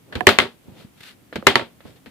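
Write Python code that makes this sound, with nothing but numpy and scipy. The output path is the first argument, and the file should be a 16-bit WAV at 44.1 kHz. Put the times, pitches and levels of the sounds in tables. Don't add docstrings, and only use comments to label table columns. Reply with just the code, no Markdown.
import sys
import numpy as np
from scipy import signal
from scipy.fft import rfft, irfft, next_fast_len
from scipy.io import wavfile
from scipy.ndimage import map_coordinates

SR = 44100
rng = np.random.default_rng(int(sys.argv[2]) if len(sys.argv) > 2 else 0)


def put_to_file(sound):
    columns = np.atleast_2d(sound).T
    safe = np.clip(columns, -1, 1)
    whole_steps = np.round(safe * 32767)
    wavfile.write(sys.argv[1], SR, whole_steps.astype(np.int16))


N = 92610
LENGTH = SR // 2
T = np.arange(LENGTH) / SR


def amp(db):
    return 10 ** (np.asarray(db) / 20)


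def unit(x):
    return x / np.sqrt(np.mean(x ** 2) + 1e-20)


def along(points, hz):
    point_hz, value = np.transpose(points)
    return np.interp(np.log(hz + 1), np.log(point_hz + 1), value)


def filtered(x, response):
    n = x.shape[-1]
    padded = next_fast_len(n + SR // 8)
    hz = np.fft.rfftfreq(padded, 1 / SR)
    return irfft(rfft(x, padded) * response(hz), padded)[..., :n]


def noise(colour, alike, size):
    def mid_side_gains(hz):
        angle = np.arccos(np.clip(along(alike, hz), -1, 1)) / 2
        return amp(along(colour, hz)) * [np.cos(angle), np.sin(angle)]

    mid, side = filtered(rng.standard_normal((2, size)), mid_side_gains)
    return unit(np.array([mid + side, mid - side]))


def fade(t60_s, t=T):
    return np.exp(-np.log(1000) * t / t60_s)


def dull(x, hz, order=1):
    return signal.lfilter(*signal.butter(order, min(hz, SR / 2 - 100), fs=SR), x)


def pan(db):
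    return amp(np.array([[db], [-db]]) / 2)


def add(out, start_s, x):
    i = round(start_s * SR)
    out[:, i:i + LENGTH] += x[:, :N - i]


def wobble(points_per_s):
    return map_coordinates(rng.standard_normal(N // 10), [np.arange(N) * points_per_s / SR])


LAG_S, LAG_SPREAD_S = 0.00011, 0.00007


def ring(modes, scatter_db, detune):
    out = np.zeros((2, LENGTH))
    for k, (hz, db, t60_s) in enumerate(modes):
        level_draw, pitch_draw, lag_draw = rng.standard_normal(3)
        lag_s = np.array([[0], [LAG_S + LAG_SPREAD_S * abs(lag_draw)]])
        t = np.maximum(T - lag_s, 0)
        tone = np.sin(2 * np.pi * hz * (1 + detune * pitch_draw) * t)
        out += (-1) ** k * amp(db + scatter_db * level_draw) * fade(t60_s, t) * tone
    return out


# start in seconds,
# level in dB, dull above in Hz, left-right in dB, tabletop ring in dB, room in dB.
HITS_AND_ECHOES = [(0.2693, 11, 5560, -0.5, -4.5, -2), (0.2778, -13.5, 1510, -1, -8.5, -12),
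                   (.290, -6, 12160, 11.5, -10, 5), (0.3869, 2.5, 4890, 0, -7, -0.5),
                   (0.4012, -12.5, 9000, 5, -9.5, 5.5), (0.4212, -26, 3100, -1, 10.5, -5.5),
                   (.438, -31, 5940, 2, 9, -5), (0.454, -34, 1970, -16.5, 14, -16),
                   (1.4679, -15, 5000, 6.5, 2, -4), (1.469, 7, 6900, 8, -5, -1),
                   (1.479, -11, 2804, 7, -2.5, 4.5), (1.5559, -0.5, 4090, 0, -4, 0.5),
                   (1.5958, -27, 5040, -3, 6.5, 6.5), (1.612, -28, 1203, -11.5, 7.5, 12.5),
                   (1.6209, -35, 1500, -3.5, 15, -14.5)]
# mode in Hz, level in dB, t60 in seconds.
CLACK_MODES = [(1036, -4, 0.0075), (1380, -7, 0.016), (1750, -9, .012), (2119, -3, 0.021),
               (2930, -5, 0.015), (4180, -7, 0.011)]
# mode in Hz, level in dB, t60 in seconds.
TABLETOP_MODES = [(88, -23.5, .1), (135, -25, 0.1), (233.8, -21, 0.18), (390.8, -7.5, 0.082),
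                  (538.5, -24.5, 0.12), (592.5, -20.5, .1), (774.6, -28, .1), (924, -12.5, 0.069),
                  (1121, -24.5, 0.13), (1340, -19.5, 0.08), (1816, -21, 0.06)]
# frequency in Hz, level in dB.
CRACK_COLOUR = [(40, -9), (200, -24), (700, 5), (2000, 13), (4000, 2.5), (5800, -12), (9000, -12.5),
                (15000, -17)]
# frequency in Hz, likeness (1 = same).
TABLE_ALIKE = [(100, 0.58), (400, 0.26), (1000, 0.9), (3000, 0.13)]
CRACK_DB, CRACK_T60_S = 3.5, 0.013
ECHO_S, ECHO_DB = 0.0091, -19
ROOM_DB = -16


def casing_hits_and_echoes():
    out = np.zeros((2, N))
    for start_s, db, dull_hz, pan_db, ring_db, room_db in HITS_AND_ECHOES:
        crack = noise(CRACK_COLOUR, TABLE_ALIKE, LENGTH) * fade(CRACK_T60_S)
        click = ring(CLACK_MODES, scatter_db=2, detune=0.023) + amp(CRACK_DB) * crack
        body = amp(ring_db) * ring(TABLETOP_MODES, scatter_db=2, detune=0.0043)
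        tail = amp(ROOM_DB + room_db) * room_answer()
        add(out, start_s, amp(db) * dull(pan(pan_db) * click + body + tail, dull_hz))
        add(out, start_s + ECHO_S, amp(db + ECHO_DB) * dull(click, dull_hz))
    return out


# take-off in seconds, landing in seconds.
FLIGHT_S = (0.29, .387)
# mode in Hz, level in dB, t60 in seconds.
WALL_MODES = [(12300, -44.5, .33), (12390, -54, .25), (14200, -41, .1)]


def casing_singing():
    out = np.zeros((2, N))
    takeoff_s, landing_s = FLIGHT_S
    in_flight = T < landing_s - takeoff_s
    add(out, takeoff_s, ring(WALL_MODES, scatter_db=0.5, detune=0) * in_flight)
    return out


# start in seconds, level in dB, left-right in dB,
# ring length factor, pitch factor, dull above in Hz.
KNOCKS = [(.2074, -9.5, -15, 1, 1, 9000), (.2117, -14, -12, .6, .58, 900),
          (1.4252, -19.5, -6, .6, .72, 750), (1.5947, -14.5, -2, .45, .85, 1800)]
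# mode in Hz, level in dB, t60 in seconds.
KNOCK_MODES = [(330, -13, .04), (440, -9, .04), (727, -4, .07), (980, 0, .013), (1720, -1.5, .022),
               (3100, -9, .015)]
KNOCK_CRACK_DB, KNOCK_ROOM_DB = -7, -37.5


def casing_knocks():
    out = np.zeros((2, N))
    for start_s, db, pan_db, stretch, pitch, dull_hz in KNOCKS:
        crack = amp(KNOCK_CRACK_DB) * noise(CRACK_COLOUR, TABLE_ALIKE, LENGTH) * fade(CRACK_T60_S)
        modes = np.array(KNOCK_MODES) * [pitch, 1, stretch]
        hollow = ring(modes, scatter_db=0.8, detune=0.01)
        sides = pan(pan_db) / pan(pan_db).max()
        tail = amp(KNOCK_ROOM_DB) * room_answer()
        add(out, start_s, amp(db) * dull(sides * (hollow + crack) + tail, dull_hz))
    return out


# start in seconds, level in dB.
FLICKS = [(0.1248, -30), (1.3267, -33.5)]
# mode in Hz, level in dB, t60 in seconds.
FLICK_MODES = [(1450, -1, .04), (1760, 0, .03)]
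# frequency in Hz, level in dB.
TICK_COLOUR = [(40, -58), (230, 3), (500, 8), (1000, -11), (1600, 1.5), (2600, -5), (4000, -9.5),
               (5800, -19.5), (9000, -24.5), (15000, -23.5)]
TICK_T60_S = 0.062
FLICK_CLICK_DB, FLICK_DULL_HZ, FLICK_ROOM_DB = 0.5, 3000, -5.5


def nail_flicks():
    out = np.zeros((2, N))
    for start_s, db in FLICKS:
        burst = noise(TICK_COLOUR, TABLE_ALIKE, LENGTH) * fade(TICK_T60_S)
        click = amp(FLICK_CLICK_DB) * burst + amp(FLICK_ROOM_DB) * room_answer()
        pitched = ring(FLICK_MODES, scatter_db=1, detune=0.01)
        add(out, start_s, amp(db) * (pitched + dull(click, FLICK_DULL_HZ)))
    return out


# start in seconds, level in dB, dull above in Hz,
# room in dB, snap in dB.
TICKS = [(.154, -20.5, 4938, 1.5, -0.5), (1.3575, -20.5, 6000, -2.5, -2), (1.8053, -43.5, 3470, -0.5, -8),
         (2.0601, -39, 6050, 7, 1)]
TICK_SNAP_T60_S, TICK_RING_DB, TICK_ROOM_DB = 0.0081, -4.5, -13


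def finger_ticks():
    out = np.zeros((2, N))
    for start_s, db, dull_hz, room_db, snap_db in TICKS:
        burst = noise(TICK_COLOUR, TABLE_ALIKE, LENGTH) * fade(TICK_T60_S)
        body = amp(TICK_RING_DB) * ring(TABLETOP_MODES, scatter_db=0.5, detune=0.01)
        tail = amp(TICK_ROOM_DB + room_db) * room_answer()
        snap = amp(snap_db) * noise(CRACK_COLOUR, TABLE_ALIKE, LENGTH) * fade(TICK_SNAP_T60_S)
        add(out, start_s, amp(db) * (snap + dull(burst + body + tail, dull_hz)))
    return out


# start in seconds, level in dB, thud dull above in Hz, boom in dB.
THUMPS = [(0.157, -22, 296, 4.5), (0.171, -19, 109.7, -7), (0.6812, -33, 215, 0.5), (0.713, -37, 221, -4),
          (0.845, -36.5, 129, -1), (1.3556, -29, 604, 0.5), (1.36, -28, 400, 1), (1.382, -31.5, 290, 3),
          (1.853, -32, 453, -5), (2.068, -36, 303, -2)]
# mode in Hz, level in dB, t60 in seconds.
BOOM_MODES = [(95, -7, .08), (205, -5, .075), (265, -9, .055)]
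# frequency in Hz, level in dB.
THUD_COLOUR = [(30, -22), (80, -7.5), (210, 6), (450, -10.5), (1000, -9.5), (4000, -20)]
THUMP_T60_S = 0.078


def hand_thumps():
    out = np.zeros((2, N))
    for start_s, db, dull_hz, boom_db in THUMPS:
        thud = unit(dull(noise(THUD_COLOUR, TABLE_ALIKE, LENGTH), dull_hz)) * fade(THUMP_T60_S)
        boom = amp(boom_db) * ring(BOOM_MODES, scatter_db=3.5, detune=0.009)
        add(out, start_s, amp(db) * dull(thud + boom, 2 * dull_hz))
    return out


# peak in seconds, rise in seconds, fall in seconds,
# hiss in dB, low rubbing in dB.
SLIDES = [(0.223, 0.11, 0.042, -60.5, -39), (.69, 0.038, 0.144, -66, -50),
          (0.808, 0.043, 0.042, -52.5, -52), (0.978, .003, .008, -67, -68), (1.009, .003, 0.0043, -46, -49),
          (1.035, 0.0023, 0.0057, -47.5, -69), (1.082, 0.075, 0.043, -45, -58),
          (1.432, 0.033, 0.0637, -64, -46.5), (1.875, 0.034, 0.063, -54.5, -48),
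          (1.969, 0.0138, 0.019, -60.5, -56.5)]
# frequency in Hz, level in dB.
HISS_COLOUR = [(100, -25), (700, -9.5), (1500, 4), (3200, 4.5), (4500, -1.5), (6000, -8), (10000, -13),
               (15000, -17)]
RUB_COLOUR = [(30, -28), (120, 1.5), (260, -4), (450, -3.5), (800, -12.5), (1500, -23.5), (4000, -41.5)]


def slides(rough_db=0.5, catches_per_s=110, scratch_db=1.0, scratches_per_s=800):
    t = np.arange(N) / SR
    hiss_gain, rub_gain = np.zeros(N), np.zeros(N)
    for peak_s, rise_s, fall_s, hiss_db, rub_db in SLIDES:
        swell = np.exp(-((t - peak_s) / np.where(t < peak_s, rise_s, fall_s)) ** 2)
        hiss_gain += amp(hiss_db) * swell
        rub_gain += amp(rub_db) * swell
    scratch = unit(amp(scratch_db * wobble(scratches_per_s)) * noise(HISS_COLOUR, TABLE_ALIKE, N))
    rubbing = noise(RUB_COLOUR, TABLE_ALIKE, N)
    catching = amp(rough_db * wobble(catches_per_s))
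    return catching * (hiss_gain * scratch + rub_gain * rubbing)


# frequency in Hz, level in dB.
ROOM_COLOUR = [(50, -11.5), (200, 1), (500, 2.5), (1000, -3.5), (2000, -0.5), (3300, -1), (4400, -9),
               (5800, -17.5), (9000, -19), (14500, -24.5)]
# frequency in Hz, t60 in seconds.
ROOM_T60 = [(100, 0.19), (400, 0.23), (2000, 0.19), (5000, 0.205), (12000, 0.17)]
ROOM_RISE_S = 0.0033


def room_answer():
    hz, t, spectrum = signal.stft(noise(ROOM_COLOUR, TABLE_ALIKE, LENGTH), SR, nperseg=256)
    decay = fade(along(ROOM_T60, hz)[:, None], t)
    tail = signal.istft(spectrum * decay, SR, nperseg=256)[1][:, :LENGTH]
    return tail * (1 - np.exp(-(T / ROOM_RISE_S) ** 2))


# frequency in Hz, level in dB.
AIR_COLOUR = [(15, -25), (25, -13.5), (142, -3.5), (250, -5), (450, -13), (1000, -20), (1500, -22),
              (3000, -23), (5010, -29), (15000, -27.5)]
# frequency in Hz, likeness (1 = same).
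AIR_ALIKE = [(100, 0.67), (400, 0.23), (1500, 0.095), (8000, 0.033)]
AIR_DB = -54


def room_air():
    return amp(AIR_DB) * noise(AIR_COLOUR, AIR_ALIKE, N)


# frequency in Hz, left-right in dB.
MIC_LEAN = [(100, -1.5), (380, -1.5), (1200, -2.5), (2400, 0.5), (4300, 12), (8000, -8.5), (14000, -11.5)]


def scene():
    casing = casing_hits_and_echoes() + casing_singing() + casing_knocks()
    hand = nail_flicks() + finger_ticks() + hand_thumps() + slides()
    leaned = filtered(casing + hand, lambda hz: amp(np.outer([1, -1], along(MIC_LEAN, hz)) / 2))
    return leaned + room_air()


LOW_CUT_HZ, TOP_HZ = 47, 14900
CLIP_TOP, CLIP_HARD = 1.0, 4


def record(dry):
    bass_cut = signal.sosfilt(signal.butter(2, LOW_CUT_HZ, "high", fs=SR, output="sos"), dry)
    clipped = bass_cut / (1 + np.abs(bass_cut / CLIP_TOP) ** CLIP_HARD) ** (1 / CLIP_HARD)
    return filtered(clipped, lambda hz: 1 / np.sqrt(1 + (hz / TOP_HZ) ** 70))


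dry = scene()
out = record(dry)
put_to_file(out)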